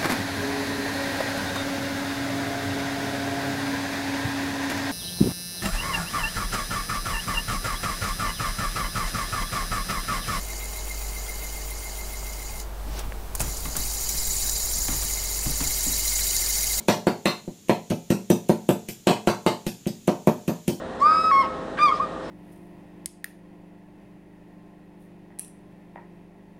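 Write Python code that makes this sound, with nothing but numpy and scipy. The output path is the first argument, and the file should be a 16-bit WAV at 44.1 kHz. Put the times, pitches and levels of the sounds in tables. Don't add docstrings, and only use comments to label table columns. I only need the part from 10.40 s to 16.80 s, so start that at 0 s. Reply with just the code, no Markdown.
import sys
import numpy as np
from scipy import signal
from scipy.fft import rfft, irfft
from scipy.io import wavfile

SR = 44100
rng = np.random.default_rng(int(sys.argv[2]) if len(sys.argv) > 2 else 0)


def generate_wav(sig):
    pcm = np.round(np.clip(np.atleast_2d(sig).T, -1, 1) * 32767).astype(np.int16)
    wavfile.write(sys.argv[1], SR, pcm)


N = 282240
TIME = np.arange(N) / SR


# time_s, gain_db
PRESENCE = [(0, -5), (0.9, -5), (2.2, -6.5), (3.0, -0.7), (3.6, -1.5), (4.2, 0.1), (5.1, -1.56),
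            (5.35, 1.9), (5.85, 3.5), (6.4, 3.5)]
ROLLING_DB, REFERENCE_TURNS_PER_S, SPEED_POWER = -34, 10, 0.72
# time_s, gain_db
RING_GAIN = [(0, -6.5), (0.8, -5.5), (2.2, -8), (3.04, -16.5), (3.6, -19.5), (3.8, -20.5), (4.4, -27),
             (4.7, -17), (6.4, -17)]

def spinner():
    speed = rotation()
    turns = np.cumsum(speed) / SR
    level = from_db(ROLLING_DB + curve(PRESENCE)) * (speed / REFERENCE_TURNS_PER_S) ** SPEED_POWER
    ring_db = curve(RING_GAIN)
    force = contact_force(speed, grit_per_turn=17, grit_db=-1.5, flutter_db=1.0)
    clicks = click_envelope(speed, level)
    return (arms(force, turns, level, ring_db)
            + hub(force, turns, level, clicks)
            + races(force, turns, level, clicks)
            + skids(speed, turns, level)
            + rotor_ring(turns, level, ring_db))


# start_s, speed_turns_per_s
PUSHES = [(0, 7.74), (2.215, 0), (2.95, 2), (3.0, 6), (3.36, 13.1), (3.68, 16.6)]
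DRAG, PUSH_LAG_S = 0.0103, 0.015

def rotation():
    speed = np.zeros(N)
    for start_s, start_speed in PUSHES:
        after = TIME >= start_s
        age_s = TIME[after] - start_s
        speed[after] = start_speed / (1 + DRAG * np.sqrt(start_speed) * age_s) ** 2
    lag = np.exp(-1 / (PUSH_LAG_S * SR))
    return signal.lfilter([1 - lag], [1, -lag], speed, zi=[lag * speed[0]])[0]


def contact_force(speed, grit_per_turn, grit_db, flutter_db):
    hits = rng.random(N) < grit_per_turn * speed / SR
    specks = hits * np.minimum(rng.exponential(1, N), 2)
    ticks = signal.lfilter([1], [1, -0.8], specks)
    return from_db(flutter_db * drift(260)) * (1 + from_db(grit_db) * ticks)


# start_s, level_db
SHARP_CLICKS = [(2.1985, -29.5), (3.6895, -20), (4.0941, -19.5), (4.562, -23), (4.735, -20.5),
                (5.2729, -18.5), (5.678, -18), (5.9644, -23)]
LIGHT_CATCHES_PER_TURN, LIGHT_CATCH_GAIN_DB, CLICK_T60_S = 0.17, 4.5, 0.024

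def click_envelope(speed, level):
    sharp = sum(from_db(level_db) * burst(start_s, CLICK_T60_S, rise_s=0.00072)
                for start_s, level_db in SHARP_CLICKS)
    jolts = (rng.random(N) < LIGHT_CATCHES_PER_TURN * speed / SR) * rng.uniform(0.5, 1, N)
    light = signal.fftconvolve(jolts, burst(0, CLICK_T60_S, rise_s=0.001)[:SR // 2])[:N]
    return sharp + from_db(LIGHT_CATCH_GAIN_DB) * level * light


def rolling(modes, force, turns, highpass_hz, flicker_db):
    rings = 0
    for pitch_hz, width_hz, gain_db, phase_turns, swell_db in modes:
        contacts = force * from_db(flicker_db * drift(71)) * rng.standard_normal(N)
        gain = from_db(gain_db) * swell(turns, phase_turns, swell_db)
        rings = rings + gain * resonate(contacts, pitch_hz, width_hz)
    highpass = signal.butter(3, highpass_hz, "high", fs=SR, output="sos")
    return unit_rms(signal.sosfilt(highpass, rings))


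def swell(turns, phase_turns, swell_db):
    angle = 2 * np.pi * (turns - phase_turns)
    return from_db(swell_db * (np.cos(angle) + 0.31 * np.cos(2 * angle)))


# pitch_hz, width_hz, gain_db, phase_turns, swell_db
ARM_MODES = [(1448, 40, 1.5, 0.61, 4), (1807, 150, -0.5, 0.11, 4), (2142, 125, 4.5, 0.65, 4),
             (2515, 360, -1.5, 0.68, 3.5), (2963, 130, 1.5, 0.26, 4.5), (3227, 170, -5, 0.62, 8)]

def arms(force, turns, level, ring_db):
    whirr = rolling(ARM_MODES, force, turns, highpass_hz=1170, flicker_db=3.0)
    return whirr * level * from_db(-6 + 0.51 * ring_db)


# pitch_hz, width_hz, gain_db, phase_turns, swell_db
HUB_MODES = [(3861, 56, -3.5, 0.74, 2), (4060, 145, -6, 1, 3.5), (4564, 185, -3.5, 0.25, 1),
             (4940, 330, -7.5, 0.29, 3), (5820, 480, -5, 0.82, 1), (6460, 280, -12.5, 0.2, 8),
             (6927, 360, 0, 0.1, 1), (7220, 660, -9.5, 0.13, 0.5), (8430, 260, -6.5, 0.45, 3)]

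def hub(force, turns, level, clicks):
    hiss = rolling(HUB_MODES, force, turns, highpass_hz=3460, flicker_db=1.93)
    return hiss * np.hypot(from_db(0.31) * level, clicks)


# pitch_hz, width_hz, gain_db, phase_turns, swell_db
RACE_MODES = [(9490, 630, 0.5, 0.65, 0.5), (10540, 590, -2, 1, -0.5), (11400, 350, -0.5, 0.13, 1.5),
              (13300, 560, 0.3, 0.63, 1), (14100, 760, -13, 0.81, 3), (15500, 900, -3, 0.49, 2.5)]

def races(force, turns, level, clicks):
    rough_spot = from_db(4.0 * np.cos(np.pi * (turns - 0.8)) ** 10)
    hiss = rolling(RACE_MODES, force * rough_spot, turns, highpass_hz=7400, flicker_db=1.8)
    return hiss * np.hypot(from_db(-1.06) * level, from_db(-2) * clicks)


# pitch_hz, glide_hz, gain_db, phase_turns
SQUEAKS = [(7210, 450, -4.5, 0.27), (5500, 520, -12, .45), (2042, 260, -21, 0.092)]

def skids(speed, turns, level, wander_hz=197.8, flicker_db=1.5):
    squeaks = 0
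    for pitch_hz, glide_hz, gain_db, phase_turns in SQUEAKS:
        tilt = np.sin(4 * np.pi * (turns - phase_turns) + 0.86 * drift(8))
        bent_hz = pitch_hz + glide_hz * tilt + wander_hz * drift(20)
        squeak = narrow_ring(bent_hz, width_hz=90) * from_db(flicker_db * drift(48))
        squeaks = squeaks + from_db(gain_db) * unit_rms(squeak)
    return level * (speed / speed.max()) ** 2 * squeaks


def rotor_ring(turns, level, ring_db, pitch_hz=2111, bend_hz=14):
    ring = narrow_ring(pitch_hz + bend_hz * np.sin(2 * np.pi * turns), width_hz=73)
    throb = swell(turns, phase_turns=0.83, swell_db=4.5)
    return unit_rms(ring * throb) * level * from_db(ring_db)


# frequency_hz, density_db
SKIN_SPECTRUM = [(600, 5.5), (1500, -3), (3500, -4), (5800, -3), (7500, -12), (14000, -12)]

def finger_rub(peak_s=2.6, peak_db=-35.5, rise_db_per_s=126, fall_db_per_s=518):
    since_peak_s = TIME - peak_s
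    pressure_db = np.minimum(rise_db_per_s * since_peak_s, -fall_db_per_s * since_peak_s)
    return from_db(peak_db + pressure_db) * noise(SKIN_SPECTRUM)


# start_s, level_db, t60_s
FLICKS = [(2.591, -29, 0.036), (2.9506, -18.5, 0.028), (2.9957, -22, 0.031), (3.004, -19.5, 0.035),
          (3.013, -24, 0.062), (3.168, -30, 0.054), (3.366, -19, 0.047)]
# frequency_hz, density_db
NAIL_SPECTRUM = [(1000, -2), (3000, -14), (5000, -2.5), (7000, 3), (9500, 4), (12000, -1), (16000, -4)]

def nail_flicks():
    snaps = sum(from_db(level_db) * burst(start_s, t60_s, rise_s=0.00048)
                for start_s, level_db, t60_s in FLICKS)
    return snaps * noise(NAIL_SPECTRUM)


# start_s, level_db, t60_s, lowpass_hz
TAPS = [(0.132, -34.5, 0.055, 1200), (1.828, -34.5, 0.041, 1200), (2.722, -26.5, 0.013, 3000)]
# frequency_hz, density_db
CLACK_SPECTRUM = [(200, -12), (500, -1.5), (1150, 1.5), (1700, -3), (2800, -5.5), (4500, -13), (9000, -33)]

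def cap_taps():
    clack = noise(CLACK_SPECTRUM)
    taps = 0
    for start_s, level_db, t60_s, lowpass_hz in TAPS:
        tap = from_db(level_db) * burst(start_s, t60_s, rise_s=0.00018) * clack
        taps = taps + signal.sosfilt(signal.butter(2, lowpass_hz, fs=SR, output="sos"), tap)
    return taps


# start_s, clack_db, boom_db
KNOCKS = [(2.464, -58, -34.5), (2.635, -38.5, -32), (3.003, -25.5, -23.5), (3.253, -30.5, -32.5),
          (3.353, -31, -31), (3.74, -46, -35.5), (4.36, -46, -37.5), (4.483, -27.5, -28),
          (4.523, -39, -32.5), (4.624, -36, -41.5), (5.058, -33.5, -25.5), (5.204, -27.5, -25.5),
          (5.46, -52, -27.5)]
# frequency_hz, density_db
BOOM_SPECTRUM = [(30, 4.5), (70, -1.5), (150, 6), (210, -4), (290, 2.5), (410, -17.5), (700, -16),
                 (1500, -53)]
# frequency_hz, density_db
RUMBLE_SPECTRUM = [(6, 17), (20, 6.5), (45, 4), (80, -0.5), (110, -8.5), (200, -16.5), (400, -32.5)]

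def knocks():
    clack = boom = shudder = 0
    for start_s, clack_db, boom_db in KNOCKS:
        strike = burst(start_s, t60_s=0.034, rise_s=0.00027)
        room_tail = from_db(-11) * burst(start_s, t60_s=0.37, rise_s=0.0052)
        clack += from_db(clack_db) * (strike + room_tail)
        boom += from_db(boom_db) * burst(start_s, t60_s=0.26, rise_s=0.0045)
        shudder += from_db(boom_db - 2) * burst(start_s, t60_s=0.47, rise_s=0.012)
    return clack * noise(CLACK_SPECTRUM) + boom * noise(BOOM_SPECTRUM) + shudder * noise(RUMBLE_SPECTRUM)


def hand_rumble(rest_db=-42.5, moving_db=-37, start_s=2.32, end_s=4.42, attack_s=0.13, release_s=0.89):
    attack = np.clip((TIME - start_s) / attack_s, 0, 1)
    release = np.exp(-np.maximum(TIME - end_s, 0) / release_s)
    return np.hypot(from_db(rest_db), from_db(moving_db) * attack * release) * noise(RUMBLE_SPECTRUM)


# pitch_hz, rms_db
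FAN_TONES = [(49.1, -35), (90, -56), (196.4, -59.5), (344, -62), (392.8, -58.5), (441.9, -57.5), (623, -59),
             (835, -62.5)]
# frequency_hz, density_db
AIR_SPECTRUM = [(20, 18), (70, -27), (120, 3.5), (250, -1.5), (400, 0), (500, -1.5), (650, 2), (850, 1.5),
                (1200, -3), (1600, -7.5), (2400, -12), (3600, -15), (8000, -18), (16000, -16.5)]

def laptop_fan(air_db=-42.5):
    wander_s = np.cumsum(0.0014 * drift(4.32)) / SR
    hum = 0
    for pitch_hz, rms_db in FAN_TONES:
        amplitude = np.sqrt(2) * from_db(rms_db + 1.06 * drift(4.4))
        hum += amplitude * np.sin(2 * np.pi * (pitch_hz * (TIME + wander_s) + rng.random()))
    return hum + from_db(air_db) * noise(AIR_SPECTRUM)


def from_db(db):
    return 10 ** (np.asarray(db) / 20)


def unit_rms(x):
    return x / np.sqrt(np.mean(x ** 2) + 1e-20)


def curve(rows):
    return np.interp(TIME, *np.transpose(rows))


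def drift(rate_hz):
    points = N // 32 + 2
    hz = np.arange(points // 2 + 1) * SR / N
    spectrum = rfft(rng.standard_normal(points)) / (1 + (hz / rate_hz) ** 2) ** 2
    return np.interp(TIME, np.linspace(0, N / SR, points), unit_rms(irfft(spectrum, points)))


def noise(spectrum):
    hz, db = np.transpose(spectrum)
    grid_hz = np.arange(1, N // 2 + 2) * SR / N
    gain = from_db(np.interp(np.log(grid_hz), np.log(hz), db))
    low_cut = grid_hz / np.hypot(grid_hz, hz[0] / 2)
    return unit_rms(irfft(rfft(rng.standard_normal(N)) * gain * low_cut, N))


def resonate(x, pitch_hz, width_hz):
    radius = np.exp(-np.pi * width_hz / SR)
    feedback = [1, -2 * radius * np.cos(2 * np.pi * pitch_hz / SR), radius ** 2]
    return signal.lfilter(np.array([1, 0, -1]) * (1 - radius ** 2) / 2, feedback, x)


def narrow_ring(pitch_hz, width_hz):
    phase = 2 * np.pi * np.cumsum(pitch_hz) / SR
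    return drift(width_hz) * np.cos(phase) + drift(width_hz) * np.sin(phase)


def burst(start_s, t60_s, rise_s):
    envelope, start = np.zeros(N), int(start_s * SR)
    age_s = TIME[:min(N - start, SR // 2)]
    attack = 1 - np.exp(-age_s / rise_s)
    envelope[start:start + len(age_s)] = attack * np.exp(-np.log(1000) * age_s / t60_s)
    return envelope


def scene():
    mix = spinner() + finger_rub() + nail_flicks() + cap_taps() + knocks() + hand_rumble() + laptop_fan()
    return mix[None]


CUTOFF_HZ = 15700

def record(dry):
    return signal.sosfilt(signal.ellip(12, 0.1, 80, CUTOFF_HZ, fs=SR, output="sos"), dry)


dry = scene()
out = record(dry)
generate_wav(out)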